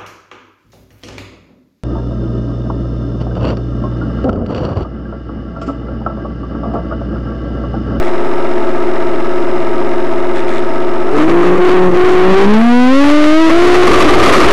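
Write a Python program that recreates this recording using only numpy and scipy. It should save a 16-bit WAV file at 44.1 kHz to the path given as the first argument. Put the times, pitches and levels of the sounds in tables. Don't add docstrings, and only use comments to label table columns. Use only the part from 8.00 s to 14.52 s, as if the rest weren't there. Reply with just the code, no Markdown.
import sys
import numpy as np
from scipy import signal
from scipy.fft import rfft, irfft
from scipy.io import wavfile
from scipy.ndimage import uniform_filter1d

SR = 44100
rng = np.random.default_rng(int(sys.argv[2]) if len(sys.argv) > 2 else 0)


def materialize(psi):
    bounded = np.clip(np.atleast_2d(psi).T, -1, 1)
    quanta = np.round(bounded * 32767).astype(np.int16)
    wavfile.write(sys.argv[1], SR, quanta)


def how_loud(loudness_db):
    steps = np.asarray(loudness_db, float) / 20
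    return 10 ** steps


N = 287532

IDLE_SLOW_HZ, IDLE_FAST_HZ = 119.2, 135.0
MIX_ORDERS = [(2, -1), (1, 0), (0, 1), (-1, 2), (3, -1), (2, 0), (1, 1), (0, 2), (-1, 3), (-2, 4), (4, -1),
              (3, 0), (2, 1), (1, 2), (0, 3), (-1, 4), (-2, 5), (0, 4), (-1, 5), (3, 2), (2, 3), (1, 4),
              (0, 5), (6, 0), (2, 5), (0, 7), (10, 0), (4, 6)]
MIX_LEVELS_DB = [-54, -70, -36, -46, -38, -31.5, -43, -30.5, -46, -67, -25.5, -19, -41, -30, -32, -29.5,
                 -48, -30.5, -34, -49, -29, -29, -53, -34, -46, -35, -35.5, -33]
# centre_hz, width_hz, level_db
SHELL_MODES = [(271, 150, -7.5), (346, 107, 0), (462, 59, -3.5), (497, 190, -8.5), (667, 90, -5.5),
               (887, 74, -6), (1171, 128, -11), (1301, 125, -9.5), (1677, 170, -14.5), (2020, 350, -17),
               (3620, 67, -56), (5090, 76, -25)]
# freq_hz, density_db_per_hz
AIR_SPECTRUM = [(20, -28), (200, -23), (300, -14.5), (1300, -6), (2500, -1), (4500, -35), (7000, -54),
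                (11000, -51), (16000, -54)]
# pitch_hz, drift_hz, level_db
COIL_WHINE = [(4992, 12, -48.5), (7590, 1.5, -55), (9710, 12, -66)]
SERVO_RATE_HZ, SERVO_FIRST_S = 45.001, .003
# centre_hz, width_hz, level_db
GEAR_MODES = [(1200, 1370, -2), (2790, 100, 8.5), (3675, 320, 3.5), (4460, 140, -11), (5340, 570, -4),
              (7400, 700, -22)]
# centre_hz, width_hz, level_db
CHATTER_MODES = [(2040, 550, 7), (3400, 900, 0), (5500, 1400, -6.5), (6400, 500, -10), (7600, 600, -4.5),
                 (8700, 700, -7)]
# start_s, end_s, level_db
SERVO_SLEWS = [
    (0.02, 0.09, 1.5),
    (2.35, 2.407, 6),
    (2.473, 2.6, 4),
]
# time_s, speed_hz
SHAFT_SPEED = [(3.1, 138.7), (3.2, 151.3), (3.33, 170.7), (3.5, 179.2), (3.85, 183), (3.93, 178),
               (4.05, 183), (4.22, 182.9), (4.44, 198), (4.67, 237.6), (4.87, 253), (4.99, 278.7),
               (5.15, 298.1), (5.28, 303), (5.41, 323.7), (5.5, 323), (5.62, 353.2), (5.9, 364.4)]
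# time_s, overdrive_db
OVERDRIVE = [
    (3.1, 3),
    (3.4, 9),
    (4.4, 11),
    (4.75, 23),
    (5.45, 23),
    (5.75, 19),
    (6.52, 17),
]
# centre_s, half_length_s, share_lost
GRIP_SLIPS = [
    (3.439, 0.01, 1),
    (3.572, 0.03, 0.87),
    (3.918, 0.031, 0.87),
    (5.502, .012, 0.95),
]
# centre_hz, width_hz, level_db
RATTLE_MODES = [(626, 240, 0), (1182, 220, 6), (1930, 730, -4.5), (3530, 4900, -20)]
# centre_s, half_length_s, level_db
AIRFRAME_JOLTS = [(3.201, 0.042, 11.5), (3.3, 0.024, 9.5), (3.468, 0.033, 6.5), (3.696, 0.061, 8.5),
                  (3.907, 0.033, -9.5), (3.997, 0.03, 0.5), (4.115, 0.23, 7.5), (4.41, 0.084, 7.5),
                  (4.54, 0.0069, 11.5), (4.597, 0.029, 2.5), (5.084, 0.055, 8), (5.263, 0.054, 6.5),
                  (5.507, 0.0065, 3), (5.604, 0.025, -2), (5.752, .02, 3.5), (5.876, 0.0059, 17),
                  (5.93, 0.015, 7.5), (6.157, 0.0077, -5), (6.267, 0.025, 8.5), (6.292, 0.0085, 3.5),
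                  (6.336, 0.012, 16.5), (6.42, 0.029, 7.5)]
# speed_hz, order1_db, order2_db, order3_db
ORDER_RESPONSE = [(140, -53, -22.5, -19), (155, -32.5, -11, -29), (183, -33, -9, -40),
                  (195.4, -14.5, -6.5, -32), (219.74, -3, -20, -32), (224, -7.5, -65, -16),
                  (280, -8.5, -43.5, -34), (343, -11.5, -29, -36.5)]
# start_s, end_s, odd_order_db
SWING_LIMPS = [
    (3.292, 3.597, 15.5),
    (3.73, 3.935, 20.5),
    (4.15, 4.328, 15.5),
]
# time_s, share
LOOSENESS = [(3.1, 0.86), (4.3, .75), (4.46, 0.87), (4.52, 0.63), (4.7, 0.18), (4.97, 0.35), (5.1, 0.5),
             (5.4, 0.2), (5.62, 0.86), (5.84, 0.8)]
# time_s, beat_hz
SHAFT_GAP = [(3.55, 55.54), (3.72, 37.17), (4.0, 52.11), (4.6, 68.9), (5.1, 60.3)]
# time_s, share
BIAS_SAG = [(3.55, 0.062), (3.7, .15), (4.1, .1), (4.53, 0.25), (4.65, -0.1), (4.74, .14), (4.87, 0.11),
            (4.97, 0.43), (5.06, 0.12), (5.13, 0.34), (5.36, 0.33), (5.44, .08), (5.52, 0.29), (5.6, 0.11),
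            (5.9, .2), (6.5, 0.25)]
BOOM_TIGHT_DB, BOOM_LOOSE_DB = -46, -15
RATTLE_TIGHT_DB, RATTLE_LOOSE_DB = -35, -23
ROLL_START_S, ROLL_END_S, ROLL_RATTLE_DB = 4.77, 7.07, 18
BOUNCE_START_S, BOUNCE_END_S = 5.8, 6.0
BOUNCE_BOOM_DB, BOUNCE_ORDER_DB, BOUNCE_LOOSE_SHARE = 4.5, -6, 0.13
RAIL_FLOOR, RAIL_CEILING, PREAMP_BIAS = -.707, .12, -.45
LEAK_SHARE = .2


def seconds():
    return np.arange(N) / SR


def curve(table):
    time_s, value = np.array(table, float).T
    return np.interp(seconds(), time_s, value)


def ramp(start_s, end_s):
    return np.clip((seconds() - start_s) / (end_s - start_s), 0, 1)


def bumps(table):
    t = seconds()
    return sum(height * np.exp(-((t - at_s) / half_s) ** 2) for at_s, half_s, height in table)


def unit(x):
    return x / np.sqrt(np.mean(x ** 2))


def noise():
    return rng.standard_normal(N)


def walk(rate_hz):
    length = int(SR / rate_hz)
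    return unit(uniform_filter1d(uniform_filter1d(noise(), length), length))


def phase(hz):
    return 2 * np.pi * np.cumsum(hz) / SR


def ring(x, hz, width_hz):
    return signal.lfilter(*signal.iirpeak(hz, hz / width_hz, SR), x)


def body(x, modes):
    return sum((-1) ** k * how_loud(db) * ring(x, hz, width) for k, (hz, width, db) in enumerate(modes))


def steep(x, modes):
    return sum(how_loud(db) * ring(ring(x, hz, width), hz, 2 * width) for hz, width, db in modes)


def idle_shaft(hz):
    spool_up = curve([(3.03, 1), (3.2, 1.13), (3.5, 1.33)])
    hunting_hz = .35 * walk(3) + .9 * walk(25)
    return phase(hz * spool_up + hunting_hz)


def coil_whine():
    spool_up = curve([(3.0, 1), (3.1, 1.02), (3.3, 1.12)])
    whine = 0
    for hz, drift_hz, db in COIL_WHINE:
        level = np.sqrt(2) * how_loud(db + 1.5 * walk(30))
        whine = whine + level * np.sin(phase(hz * spool_up + drift_hz * walk(5)))
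    return whine


def idle():
    slow, fast = idle_shaft(IDLE_SLOW_HZ), idle_shaft(IDLE_FAST_HZ)
    tones = 0
    for (a, b), db in zip(MIX_ORDERS, MIX_LEVELS_DB):
        level = np.sqrt(2) * how_loud(db + 0.71 * walk(8.2))
        tones = tones + level * np.sin(a * slow + b * fast + rng.uniform(0, 2 * np.pi))
    buffet_db = 2.8 * np.sin(slow) + 0.54 * np.sin(fast) + 1.86 * np.sin(fast - slow)
    hum = ring(unit(body(noise() * how_loud(buffet_db), SHELL_MODES)), 940, 5500)
    fade = curve([(3.05, 0.97), (3.4, 0.54), (4.5, 0.023)])
    return (tones + how_loud(-19.5) * hum + coil_whine()) * fade


def air():
    hz, db = np.transpose(AIR_SPECTRUM)
    bins_hz = np.maximum(np.fft.rfftfreq(N, 1 / SR), 1)
    gain = how_loud(np.interp(np.log(bins_hz), np.log(hz), db))
    return how_loud(-61) * unit(irfft(rfft(noise()) * gain, N))


def servo():
    t = seconds()
    pulse_s = SERVO_FIRST_S + np.arange(int(N / SR * SERVO_RATE_HZ)) / SERVO_RATE_HZ
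    at = (pulse_s * SR).astype(int)
    knocks = np.zeros(N)
    knocks[at] = how_loud(0.83 * rng.standard_normal(len(at)))
    ticks = how_loud(-39) * unit(steep(knocks, GEAR_MODES))
    slew = sum(how_loud(db) * (t > start) * (t < end) for start, end, db in SERVO_SLEWS)
    slew = uniform_filter1d(slew, size=400)
    teeth = np.exp(-(2 * SERVO_RATE_HZ * (t - SERVO_FIRST_S) % 1) / .4)
    return ticks + how_loud(-17.5) * steep(noise() * slew * teeth, CHATTER_MODES)


def shaft_orders(loose, bounce, grip):
    speed_hz = curve(SHAFT_SPEED)
    wobble = .55 * loose ** 2.96 * np.sin(phase(curve(SHAFT_GAP) + 4 * walk(11)))
    angle = phase(speed_hz * (1 + .0008 * walk(40)))
    limp_db = sum(db * ramp(start, end) ** 0.4 * (1 - ramp(end, end + 0.026))
                  for start, end, db in SWING_LIMPS)
    response = np.array(ORDER_RESPONSE, float).T
    peaks = []
    for order in (1, 2, 3):
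        db = np.interp(speed_hz, response[0], response[order])
        db = db + order % 2 * limp_db + BOUNCE_ORDER_DB * bounce + 1.66 * loose * walk(25)
        peaks.append(np.sqrt(2) * how_loud(db) * grip)
    tone = peaks[0] * np.sin(angle + wobble)
    tone = tone + peaks[1] * np.sin(2 * angle - .6 + wobble)
    tone = tone + peaks[2] * np.sin(3 * angle - 2.8)
    return tone, peaks


def shell_boom(boom_db, jolt_db):
    return how_loud(boom_db + 0.48 * jolt_db) * unit(ring(ring(noise(), 349.5, 163), 327, 268))


def loose_rattle(rattle_db, jolt_db, bounce):
    knock = noise() * how_loud((1.4 + 2.2 * bounce) * walk(110) + jolt_db)
    return how_loud(rattle_db) * unit(steep(knock, RATTLE_MODES))


def throttle():
    over = how_loud(curve(OVERDRIVE)) * curve([(3.03, 0), (3.15, 1)])
    bounce = ramp(BOUNCE_START_S, BOUNCE_END_S)
    loose = np.clip(curve(LOOSENESS) + BOUNCE_LOOSE_SHARE * bounce, 0, 1.2)
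    grip = 1 - bumps(GRIP_SLIPS)
    jolt_db = bumps(AIRFRAME_JOLTS)
    boom_db = BOOM_TIGHT_DB + (BOOM_LOOSE_DB - BOOM_TIGHT_DB) * np.minimum(loose, 1)
    boom_db = boom_db + BOUNCE_BOOM_DB * bounce
    rattle_db = RATTLE_TIGHT_DB + (RATTLE_LOOSE_DB - RATTLE_TIGHT_DB) * loose
    rattle_db = rattle_db + ROLL_RATTLE_DB * ramp(ROLL_START_S, ROLL_END_S)
    tone, peaks = shaft_orders(loose, bounce, grip)
    boom = shell_boom(boom_db, jolt_db)
    rattle = loose_rattle(rattle_db, jolt_db, bounce)
    swing = np.sqrt(sum(p ** 2 for p in peaks) + 2 * how_loud(boom_db) ** 2 + 2 * how_loud(rattle_db) ** 2)
    sag = (curve(BIAS_SAG) * grip - 0.093 * (1 - grip)) * swing
    return over * (tone + boom + rattle - sag)


def scene():
    return (idle() + air() + servo() + throttle())[None]


def top_cut(x):
    return signal.sosfilt(signal.butter(12, 15830, fs=SR, output="sos"), x)


def record(dry):
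    knee = 0.011
    x = dry + PREAMP_BIAS
    x = RAIL_FLOOR + knee * np.logaddexp(0, (x - RAIL_FLOOR) / knee)
    excess = np.maximum(x - RAIL_CEILING, 0)
    ripple = 0.016 * unit(ring(noise(), 5800, 7000))
    sponge = 0.045 * np.tanh(excess / 0.33) + (0.044 + ripple) * np.log1p(excess)
    x = np.minimum(x, RAIL_CEILING) + sponge
    x = signal.sosfilt(signal.butter(1, 4500, fs=SR, output="sos"), x - PREAMP_BIAS)
    hissy = x + how_loud(-48.0) * noise()
    filtered = signal.sosfilt(signal.butter(8, 11900, fs=SR, output="sos"), hissy)
    mix = (filtered + LEAK_SHARE * x) / (1 + LEAK_SHARE) + PREAMP_BIAS
    return top_cut(mix)


dry = scene()
out = record(dry)
materialize(out)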